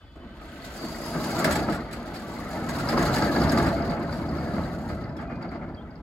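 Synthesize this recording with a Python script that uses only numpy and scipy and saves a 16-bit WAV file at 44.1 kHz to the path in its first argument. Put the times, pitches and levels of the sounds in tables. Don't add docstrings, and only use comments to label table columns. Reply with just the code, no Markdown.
import sys
import numpy as np
from scipy import signal
from scipy.fft import rfft, irfft
from scipy.io import wavfile
from scipy.ndimage import uniform_filter1d

SR = 44100
rng = np.random.default_rng(int(sys.argv[2]) if len(sys.argv) > 2 else 0)


def log_audio(samples):
    frames = np.atleast_2d(samples).T
    limited = np.clip(frames, -1, 1)
    pcm = np.round(limited * 32767).astype(np.int16)
    wavfile.write(sys.argv[1], SR, pcm)


N = 265482

# time in seconds, level of its rattle in dB before tone shaping.
SHAKE = [(0.0, -49.5), (0.27, -54.5), (1.32, -34), (1.42, -30.5), (1.48, -29.5), (1.66, -34), (1.73, -34),
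         (1.87, -41.5), (1.96, -40.5), (2.15, -41), (2.2, -42.5), (2.83, -33.5), (2.98, -29), (3.24, -28),
         (3.32, -30.5), (3.42, -28), (3.65, -28), (3.8, -32.5), (3.93, -33), (4.21, -37.5), (4.58, -35),
         (4.76, -39.5), (5.05, -41.5), (5.15, -43), (5.63, -44), (6.02, -52)]
# start in seconds, relative level of the crack in dB,
# level of the guide's ring in dB, leading tone in Hz, time for the chatter to die down in seconds.
GUIDE_STRIKES = [(.155, -60, -73, 6660, .01), (1.227, -47, -58, 4285, .008), (1.302, -39, -48, 6660, .007),
                 (1.389, -32, -34, 7300, 0.0051), (1.397, -39, -42, 8190, .005),
                 (1.443, -19.5, -29, 8190, 0.0035), (1.5083, -26, -32, 6660, .005),
                 (1.5212, -27, -33, 7850, .006), (1.555, -26.5, -34, 7300, .005),
                 (1.594, -52, -45, 6660, .006), (1.695, -34, -56, 7300, .012),
                 (1.7219, -32, -52, 6660, .011), (1.7463, -37, -45, 7850, .011),
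                 (1.911, -41, -62, 4285, .006), (1.928, -34, -45, 7850, 0.0044),
                 (2.141, -34.5, -58, 4285, 0.028), (2.689, -32.5, -39, 6660, 0.0068),
                 (2.7815, -29.5, -54, 7850, 0.042), (2.887, -27.5, -46, 7850, 0.016),
                 (2.99, -35, -42, 6660, .012), (3.024, -31, -38, 6660, .008), (3.14, -32, -35, 6660, .012),
                 (3.1566, -28, -40, 6660, 0.016), (3.181, -39, -41, 7850, .006),
                 (3.266, -48, -44, 6660, .01), (3.495, -38, -58, 8190, .005),
                 (3.518, -31.5, -36, 6660, 0.0055), (3.574, -28.5, -50, 7850, 0.0086),
                 (3.624, -38, -41, 6660, 0.0073), (3.661, -31.5, -45, 7850, 0.028),
                 (4.126, -37, -60, 7300, 0.072), (4.944, -50, -62, 8190, .008),
                 (5.166, -49, -66, 7300, 0.01), (5.21, -52, -66, 6660, .01),
                 (5.421, -56, -63, 7300, 0.0072), (5.5099, -56, -66, 7300, 0.011)]
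# frequency in Hz, relative level in dB per Hz.
CRACK_COLOUR = [(700, -11), (1500, 23), (2800, 9.5), (4700, 14.5), (6000, -5.5), (8000, 5.5), (12000, 0),
                (16000, -4)]
# frequency in Hz, width in Hz, lift in dB.
CURTAIN_MODES = [(140, 14, 2), (172, 14, 3), (228, 34, 5), (291, 24, 2), (335, 40, 2), (580, 25, 3),
                 (645, 30, 2), (678, 22, 4), (738, 25, 2), (1070, 90, -3), (1192, 25, 3), (1281, 18, 7),
                 (1395, 50, 3), (1567, 22, 4), (1690, 22, 2), (1870, 90, -5), (2016, 30, 7), (2198, 24, 5)]


def from_db(db):
    return 10 ** (np.asarray(db) / 20)


def rms_one(x):
    return x / np.sqrt(np.mean(x ** 2) + 1e-20)


def in_time(rows):
    s, *columns = np.transpose(rows)
    return [np.interp(np.arange(N) / SR, s, c) for c in columns]


def at_hz(points, hz):
    return np.interp(np.log(hz), np.log(np.array(points)[:, 0]), np.array(points)[:, 1])


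def lowpassed(x, hz):
    return signal.sosfilt(signal.butter(2, hz, fs=SR, output="sos"), x)


def wander(hz):
    return rms_one(lowpassed(rng.standard_normal(N + SR), hz)[SR:])


def coloured(colour, size, envelope, count):
    # frequency in Hz, likeness from 0 to 1.
    likeness = [(60, .95), (200, .98), (700, .93), (1000, .7), (1400, .4), (2400, .3), (4400, 0),
                (5700, .1), (7000, .9), (15000, .9)]
    edges_hz = 22 * 2 ** (np.arange(30) / 3)
    out, t = 0, np.arange(size) / SR
    white = rng.standard_normal((2, count, 2, size))
    for k, (low, high) in enumerate(zip(edges_hz, edges_hz[1:])):
        hz = np.sqrt(low * high)
        band_filter = signal.butter(2, [low, high], "band", fs=SR, output="sos")
        band = signal.sosfilt(band_filter, white[k % 2] * (envelope(hz, t) + 1e-12))
        alike = at_hz(likeness, hz)
        mid_side_power = (high - low) * np.array([[1 + alike], [1 - alike]])
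        gain = from_db(at_hz(colour, hz)) * np.sqrt(mid_side_power)
        out = out + band * (gain / band.std(axis=-1, keepdims=True))
    mid, side = out[:, 0], out[:, 1]
    return rms_one(np.stack([mid + side, mid - side], axis=1))


def sheet(force, colour, modes, ring, count=6):
    # frequency in Hz, seconds to fall 60 dB (multiplied by ring).
    sheet_t60 = [(60, 0.47), (250, 0.43), (1000, 0.17), (2500, 0.18), (6000, 0.17), (15000, 0.078)]

    def dying(hz, t):
        return from_db(-60 * t / (ring * at_hz(sheet_t60, hz)))

    answers = coloured(colour, SR // 4, dying, count)
    for hz, width, lift_db in modes:
        peak = signal.lfilter(*signal.iirpeak(hz, hz / width, fs=SR), answers)
        answers = answers + (from_db(lift_db) - 1) * peak
    answers = rms_one(answers) / np.sqrt(answers.shape[-1])
    place = rng.integers(0, count, N)
    return sum(signal.oaconvolve((force * (place == k))[None], answer, axes=1)[:, :N]
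               for k, answer in enumerate(answers))


def contacts(per_s, spread_db):
    sizes = from_db(spread_db * np.clip(rng.standard_normal(N), -2, 2)) * rng.choice([-1, 1], N)
    return sizes * (rng.random(N) < per_s / SR)


def steady(x, span_s):
    power = np.mean(np.atleast_2d(x) ** 2, axis=0)
    for _ in range(2):
        power = uniform_filter1d(power, int(span_s * SR) + 1)
    return x / np.sqrt(np.abs(power) + 1e-4 * np.mean(power))


def blows(times, levels_db, chatter_s, chatter):
    force, t = np.zeros(N + SR), np.arange(SR // 10) / SR
    for s, db, dying_s in np.broadcast(times, levels_db, chatter_s):
        burst = chatter * rng.standard_normal(len(t)) * (rng.random(len(t)) < .03) * np.exp(-t / dying_s)
        burst[0] = 1
        at = max(int(s * SR), 0)
        force[at:at + len(t)] += from_db(db) * burst / np.linalg.norm(burst)
    return force[:N]


def shelf(x, corner_hz, low_db, high_db):
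    low = signal.sosfilt(signal.butter(1, corner_hz, fs=SR, output="sos"), x)
    return from_db(low_db) * low + from_db(high_db) * (x - low)


def resonance(force, hz, t60):
    r, w = np.exp(-np.log(1000) / (t60 * SR)), 2 * np.pi * hz / SR
    return signal.lfilter([0, np.sin(w)], [1, -2 * r * np.cos(w), r * r], force + 1e-18)


def clanks(colour, low_hz, high_hz, per_s, t60, count):
    touches, dealt, out = contacts(per_s, spread_db=1.0), rng.integers(0, count, N), 0
    for k, hz in enumerate(np.linspace(low_hz, high_hz, count)):
        phase = rng.normal(0, 0.053, (2, 1))
        tone = resonance(touches * (dealt == k), hz, t60)
        quarter_turn = np.roll(tone, round(SR / hz / 4))
        out = out + from_db(at_hz(colour, hz)) * (np.cos(phase) * tone + np.sin(phase) * quarter_turn)
    return steady(out, span_s=0.14)


def level(law, speed, unrolled):
    firm_pull_db = -30
    firm_db, per_shake, per_speed, unrolled_db = law
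    shake_db = in_time(SHAKE)[0] - firm_pull_db
    return firm_db + per_shake * shake_db + per_speed * 20 * np.log10(speed) + unrolled_db * unrolled


def yard_air():
    # frequency in Hz, relative level in dB per Hz.
    yard_colour = [(25, -21), (45, 3.5), (70, -2), (130, -14.5), (300, -33), (1000, -30), (2000, -39.5),
                   (3200, -39.5), (6000, -52), (16000, -58)]
    return from_db(-47.5) * coloured(yard_colour, N, lambda hz, t: 1, count=1)[0]


def lingering_ring():
    # frequency in Hz, level of the first sine in dB, seconds to fall 60 dB.
    lingering_notes = [(1525, -72, 3), (2606, -75, 3), (3025, -67, 4), (3365, -74, 4), (3472, -72, 3),
                       (3736, -79, 3)]
    out, t = 0, np.arange(N) / SR
    for hz, db, t60 in lingering_notes:
        partner_hz = hz + rng.uniform(10, 20)
        pair = np.sin(2 * np.pi * hz * t) + .9 * np.sin(2 * np.pi * (partner_hz * t + rng.random()))
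        out = out + from_db(db - 60 * t / t60) * pair
    return out


def curtain(speed, unrolled):
    # start in seconds, relative peak in dB, extra boom in dB.
    jolts = [(.154, -54, 21), (.23, -36.5, 12), (.415, -30, -14), (.674, -38, 2), (.818, -29, 14),
             (1.145, -19.5, 9.5), (1.394, -21, 4), (1.446, -26, 19), (1.474, -16, 2), (1.553, -23.5, 13.5),
             (1.592, -17.5, 11), (1.683, -17.5, 10), (2.55, -21, 5), (2.926, -14, 7.5), (2.972, -17, 11),
             (3.014, -15, 7), (3.064, -23, 0), (3.224, -13.5, -10), (3.357, -15, 8), (3.416, -15.5, 10.5),
             (3.522, -20, 13.5), (3.574, -15.5, 11), (3.598, -22, 12), (3.665, -15, -1), (3.918, -17, -12),
             (4.458, -33, 4), (4.581, -22, -14), (4.899, -23, 8), (5.193, -26, -10), (5.299, -31, 6),
             (5.444, -26, -12), (5.545, -26, -6)]
    # frequency in Hz, relative level in dB per Hz.
    boom_colour = [(30, -51), (50, -10.5), (75, -1.5), (120, -4.5), (160, -1.5), (210, -2), (290, -1),
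                   (380, -8), (470, -12), (650, -16.5), (2000, -105)]
    rattle_colour = [(300, -35), (450, -4), (620, 0), (800, -4), (1000, -6.5), (1400, -7.5), (2000, -15),
                     (2500, -22), (3200, -73), (5000, -51), (9000, -81)]
    # relative level in dB under a firm pull at 1 m/s with the door rolled up,
    # dB per dB of shake, dB per dB of speed, dB gained once fully unrolled.
    boom_law = (-28.5, 0.8873, 0.0023, 3.5)
    boom_db, rattle_db = level(boom_law, speed, unrolled), in_time(SHAKE)[0]
    s, peak_db, extra_boom_db = np.transpose(jolts)
    tugged = np.clip((np.arange(N) / SR - s[0]) / 0.0064, from_db(-11), 1)

    knocks = steady(contacts(130 + 130 * speed, spread_db=4.5), span_s=0.059)
    boom = steady(sheet(knocks, boom_colour, CURTAIN_MODES, ring=1.0, count=6), span_s=1.0)
    boom = tugged * from_db(boom_db) * boom
    wash = sheet(knocks, rattle_colour, CURTAIN_MODES, ring=2.55, count=8)
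    slats = from_db(-3.5) * clanks(rattle_colour, 650, 2200, per_s=110, t60=.1, count=40)
    rattle = tugged * from_db(rattle_db) * steady(wash + slats, span_s=0.02)

    boom_blows = blows(s, peak_db + extra_boom_db, chatter_s=0.012, chatter=0.46)
    boom += from_db(13) * sheet(boom_blows, boom_colour, CURTAIN_MODES, ring=0.57, count=2)
    rattle_blows = blows(s, peak_db, chatter_s=0.0083, chatter=0.099)
    rattle += from_db(15) * sheet(rattle_blows, rattle_colour, CURTAIN_MODES, ring=1.0, count=4)
    boom = shelf(boom, corner_hz=147, low_db=-10.5 + 15.84 * unrolled, high_db=2.5 - 5.9 * unrolled)
    left_db = 1.24 * np.array([[1], [-1]])
    rattle_high_db = -1.5 + 3.6 * speed + left_db
    return boom + shelf(rattle, corner_hz=1190, low_db=1.0 - 1.1 * speed, high_db=rattle_high_db)


def edges(speed, unrolled):
    # frequency in Hz, relative level in dB per Hz.
    scrape_colour = [(1500, -47), (2500, 4), (3400, 7), (4200, 3), (5000, -23), (6000, 4), (7500, -38),
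                     (12000, -55)]
    hiss_colour = [(4500, 2), (6300, 1.5), (7500, -0.5), (9500, -2.5), (12500, -4), (16000, -10.5)]
    # frequency in Hz, width in Hz, lift in dB.
    track_modes = [(4250, 47, 2.2), (4780, 350, 21.3)]
    # relative level in dB under a firm pull at 1 m/s with the door
    # rolled up, dB per dB of shake, dB per dB of speed, dB gained once fully unrolled.
    scrape_law = (-41, 1, 0.36, -2)
    hiss_law = (-43, 0.44, 1.06, -0.5)
    binding_db = 3 * wander(42)
    scrape_db = level(scrape_law, speed, unrolled) + binding_db
    hiss_db = level(hiss_law, speed, unrolled) + binding_db

    slips = steady(contacts(170 + 600 * speed, spread_db=0.5), span_s=0.028)
    scrape_force = slips * (from_db(scrape_db) + rubbing()[1])
    scrape = sheet(scrape_force, scrape_colour, track_modes, ring=0.68, count=5)
    scrape += from_db(scrape_db - 8) * clanks(scrape_colour, 3900, 5600, per_s=150, t60=.03, count=16)
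    scrape = shelf(scrape, corner_hz=3420, low_db=-32 + 1.2 * speed, high_db=0.26)
    hiss = sheet(slips * from_db(hiss_db), hiss_colour, [], ring=1.0, count=3)
    hiss += from_db(hiss_db - 8) * clanks(hiss_colour, 6700, 13000, per_s=330, t60=.025, count=36)
    return scrape + hiss


def birds():
    # start in seconds, length in seconds, start, middle and end pitch in Hz, level in dB.
    bird_notes = [(.05, .09, 3380, 3365, 3380, -64), (.195, .05, 3000, 3020, 3020, -63),
                  (.255, .09, 3020, 3025, 3030, -60), (5.163, .042, 3700, 3300, 3170, -54),
                  (5.265, .135, 2445, 2445, 2440, -53.5), (5.768, .038, 3340, 3215, 3235, -54),
                  (5.803, .022, 3250, 3420, 3720, -57)]
    out = np.zeros(N + SR)
    for s, length, start_hz, middle_hz, end_hz, db in bird_notes:
        u = np.linspace(0, 1, int(length * SR))
        hz = np.polyval(np.polyfit([0, .5, 1], [start_hz, middle_hz, end_hz], 2), u)
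        swell = np.sqrt(np.abs(np.sin(np.pi * u)))
        at = int(s * SR)
        out[at:at + len(u)] += from_db(db) * swell * np.sin(2 * np.pi * np.cumsum(hz) / SR)
    notes = out[:N] * from_db(2 * wander(35))
    return notes + from_db(-14) * sheet(notes, CRACK_COLOUR, [], ring=3, count=1)


def coil():
    # time in seconds, level in dB.
    coil_level = [(.12, -63), (.23, -56.5), (.35, -54.5), (.42, -51.5), (.53, -49), (.65, -45.5),
                  (1.2, -56), (2.2, -50), (4.0, -75)]
    # frequency in Hz, relative level in dB per Hz.
    coil_colour = [(600, -25), (1200, -2), (2000, 0), (2600, -4.5), (3800, -0.5), (5000, -22), (9000, -45)]
    # frequency in Hz, width in Hz, lift in dB.
    coil_modes = [(1275, 60, 10), (1540, 70, 11), (1990, 40, 8), (2195, 40, 6)]
    slips = steady(contacts(300, spread_db=9), span_s=0.033)
    return sheet(slips * from_db(in_time(coil_level)[0]), coil_colour, coil_modes, ring=1.3, count=3)


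def guide_ring():
    # frequency in Hz, dB relative to the leading mode, seconds to fall 60 dB.
    guide_modes = [(4285, -14, .1), (6660, -8, .085), (7300, -13, .06), (7760, -11, .08), (7850, -8, .1),
                   (8190, -10, .07), (8790, -9, .07), (11020, -9, .1), (11755, -8, .09), (12660, -10, .08),
                   (15300, -14, .05)]
    scatter_hz, rise_share = 38, .2
    out, t = np.zeros(N + SR), np.arange(SR // 5) / SR
    hz, mode_db, t60 = np.transpose(guide_modes)[:, :, None]
    for s, _, ring_db, lead_hz, chatter_s in GUIDE_STRIKES:
        detune, uneven, phase = rng.standard_normal((3, len(hz), 1))
        db = mode_db + 2 * uneven
        db[np.argmin(np.abs(hz - lead_hz))] = 0
        modes = from_db(db - 60 * t / t60) * np.sin(2 * np.pi * ((hz + scatter_hz * detune) * t + phase))
        swell = 1 - np.exp(-t / (rise_share * chatter_s))
        at = int(s * SR)
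        out[at:at + len(t)] += from_db(ring_db) * swell * modes.sum(axis=0)
    return out[:N]


def clacks():
    s, peak_db, _, _, chatter_s = np.transpose(GUIDE_STRIKES)
    crack = sheet(blows(s, peak_db, chatter_s, chatter=0.55), CRACK_COLOUR, [], ring=0.88, count=3)
    return from_db(24) * crack + guide_ring()


def slat_rings():
    # start in seconds, pitch in Hz, relative level in dB.
    jarred_slats = [(0.412, 1244, -40.5), (.625, 1990, -42), (1.138, 1291, -36), (1.2, 628, -29),
                    (1.368, 1393, -27.5), (1.38, 1140, -34), (1.439, 648, -18), (1.45, 1557, -27),
                    (1.472, 604, -23), (1.477, 1390, -20), (1.547, 846, -23), (1.631, 1670, -30.5),
                    (1.682, 683, -21), (1.682, 1272, -29), (1.735, 1414, -29), (2.534, 617, -29),
                    (2.714, 700, -27), (2.964, 1276, -29), (2.966, 1392, -28), (3.007, 679, -18),
                    (3.076, 1372, -21.5), (3.213, 1626, -23.5), (3.352, 1674, -27), (3.466, 671, -19.5),
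                    (3.547, 660, -27), (3.569, 1180, -22.5), (3.614, 620, -31), (3.669, 1367, -35),
                    (3.724, 668, -16), (3.8, 679, -25), (3.924, 653, -35), (4.577, 1110, -33),
                    (5.222, 674, -32)]
    rise_s, t60_s = 0.0083, 0.15
    out, t = np.zeros((2, N + SR)), np.arange(SR // 3) / SR
    envelope = (1 - np.exp(-t / rise_s)) * from_db(-60 * t / t60_s)
    phases = rng.normal(0, 0.13, (len(jarred_slats), 2, 1))
    for (s, hz, db), phase in zip(jarred_slats, phases):
        at = int(s * SR)
        out[:, at:at + len(t)] += from_db(db) * envelope * np.sin(2 * np.pi * hz * t + phase)
    return out[:, :N]


def ticks():
    # start in seconds, pitch in Hz that it sags to, relative peak in dB.
    tick_rows = [(0.619, 4250, -35), (1.708, 4590, -34), (2.164, 4540, -32), (2.69, 4370, -47),
                 (2.8874, 4820, -18.5), (2.977, 4800, -23), (3.1597, 4700, -22), (3.222, 4630, -24),
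                 (3.244, 4500, -26), (3.362, 4470, -23.5), (3.402, 5030, -34), (3.4163, 4610, -23),
                 (3.494, 4800, -19.5), (3.573, 4590, -23), (3.666, 4730, -26), (3.8196, 4750, -33),
                 (3.896, 4430, -29.5), (4.124, 4580, -30.5), (4.2881, 4640, -35), (4.384, 4650, -37),
                 (5.04, 4480, -41), (5.092, 4960, -47), (5.1666, 5070, -44), (5.425, 4610, -39.5),
                 (5.49, 4460, -40), (5.7447, 4570, -44.5), (5.906, 4630, -49), (5.955, 4620, -47)]
    out, t = np.zeros(N + SR), np.arange(SR // 20) / SR
    age = t / 0.0022
    grit = 0.85 * wander(320)
    for s, hz, db in tick_rows:
        at = int(s * SR)
        phase = 2 * np.pi * np.cumsum(hz * (1 + 0.089 * np.exp(-age))) / SR
        wave = np.sin(phase + np.roll(grit, -at)[:len(t)])
        out[at:at + len(t)] += from_db(db) * age * np.exp(1 - age) * wave
    scattered = sheet(out[:N], CRACK_COLOUR, [], ring=1.0, count=1)
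    return from_db(-8.5) * out[:N] + from_db(-10.5) * scattered


def squeal():
    # time in seconds, pitch in Hz, relative level in dB.
    squeal_curve = [(.72, 4750, -80), (.77, 4700, -55), (.815, 4650, -48.5), (.87, 4540, -49.5),
                    (.91, 4760, -50), (.95, 4700, -51), (.99, 4800, -59), (1.04, 4920, -49),
                    (1.11, 4840, -49.5), (1.2, 4750, -55), (1.3, 4800, -51), (1.42, 4750, -53),
                    (1.5, 4750, -100)]
    pitch_hz, squeal_db = in_time(squeal_curve)
    pitch_hz = pitch_hz + 55 * wander(30)
    rough = lowpassed(rng.standard_normal((2, 2, N)), 125)
    tone = np.exp(2j * np.pi * np.cumsum(pitch_hz) / SR)
    hoarse = rms_one(np.real((rough[0] + 1j * rough[1]) * tone))
    return from_db(squeal_db + 3) * hoarse


def hard_knocks():
    # start in seconds, relative peak in dB.
    rib_catches = [(1.398, -19), (1.447, -14), (1.478, -13), (1.49, -17), (1.501, -14), (1.53, -20),
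                   (1.556, -18), (1.592, -18), (1.684, -16), (1.745, -24), (2.889, -21), (2.975, -13),
                   (3.014, -18), (3.083, -21), (3.163, -18), (3.222, -14), (3.363, -17), (3.416, -17),
                   (3.495, -18), (3.574, -13), (3.598, -15), (3.66, -19), (3.9, -23), (4.125, -27),
                   (4.383, -28), (4.581, -25), (4.9, -27)]
    # frequency in Hz, relative level in dB per Hz.
    knock_colour = [(150, -16), (300, 2), (650, 1), (1000, -4), (1400, 0), (2000, -10), (2600, -30),
                    (5000, -28), (9000, -50)]
    s, peak_db = np.transpose(rib_catches)
    force = blows(s, peak_db, chatter_s=.003, chatter=.15)
    return from_db(15) * sheet(force, knock_colour, CURTAIN_MODES, ring=.25, count=4)


def sway():
    start_s, start_db, t60_s = 1.46, -39, 4.1
    age = np.maximum(np.arange(N) / SR - start_s, 0)
    low_band = signal.butter(2, (45, 110), "band", fs=SR, output="sos")
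    rumble = rms_one(signal.sosfilt(low_band, rng.standard_normal(N)))
    fade_in = np.minimum(age / 0.028, 1)
    return from_db(start_db - 60 * age / t60_s) * fade_in * steady(rumble, span_s=0.12)


def rubbing():
    # start in seconds, length in seconds,
    # level of the slats in dB, relative level of the edges in dB.
    rub_rows = [(4.885, .07, -42, -61), (5.178, .075, -38, -64), (5.287, .07, -39, -70),
                (5.398, .085, -39.5, -64), (5.505, .075, -40, -59), (5.605, .055, -41, -78),
                (5.675, .04, -47, -69)]
    out, t = 0, np.arange(N) / SR
    for s, length, slats_db, edges_db in rub_rows:
        shape = np.interp((t - s) / length, [0, .15, .6, 1], [0, 1, .8, 0])
        out = out + from_db([[slats_db], [edges_db]]) * shape
    return out


def rubs():
    # frequency in Hz, relative level in dB per Hz.
    rub_colour = [(300, -12), (650, 4), (900, -2), (1500, 1), (1850, -8), (2100, -6), (2500, -36),
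                  (3500, -36), (12000, -55)]
    slips = steady(contacts(300, spread_db=4), span_s=0.02)
    return sheet(rubbing()[0] * slips, rub_colour, CURTAIN_MODES, ring=0.27, count=3)


def scene():
    # time in seconds, speed in metres per second.
    travel = [(0, 0.0056), (.3, 0.089), (.55, 0.45), (.85, 1.11), (1.45, 1.1), (1.66, 0.31), (1.86, 0.15),
              (2.02, 0.28), (2.3, 0.56), (2.6, 0.55), (3.0, 0.9), (3.66, 0.5), (3.78, 0.28), (4.2, 0.23),
              (4.9, 0.34), (5.01, 0.092), (5.14, 0.034), (5.6, 0.0064), (6.02, 0.0093)]
    speed = np.maximum(in_time(travel)[0], 1e-3)
    unrolled = np.cumsum(speed) / np.sum(speed)
    door = curtain(speed, unrolled) + edges(speed, unrolled) + coil() + clacks() + slat_rings()
    door = door + ticks() + squeal() + hard_knocks() + sway() + rubs()
    return yard_air() + lingering_ring() + door + birds()


def record(dry):
    left_lead_s, treble_lag_s, treble_from_hz = .000055, .000275, 5560
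    cutoff_hz, fade_s = 15850, .008
    margin = SR // 10
    left = np.pad(dry[0], margin, "linear_ramp")
    hz = np.arange(len(left) // 2 + 1) * SR / len(left)
    turn = np.exp(2j * np.pi * (left_lead_s * hz - treble_lag_s * np.maximum(hz - treble_from_hz, 0)))
    shifted = irfft(rfft(left) * turn, len(left))[margin:-margin]
    pair = np.array([shifted, dry[1]])
    fade = np.minimum(np.arange(N)[::-1] / (fade_s * SR), 1)
    return signal.sosfilt(signal.ellip(12, .2, 80, cutoff_hz, fs=SR, output="sos"), pair * fade)


dry = scene()
out = record(dry)
log_audio(out)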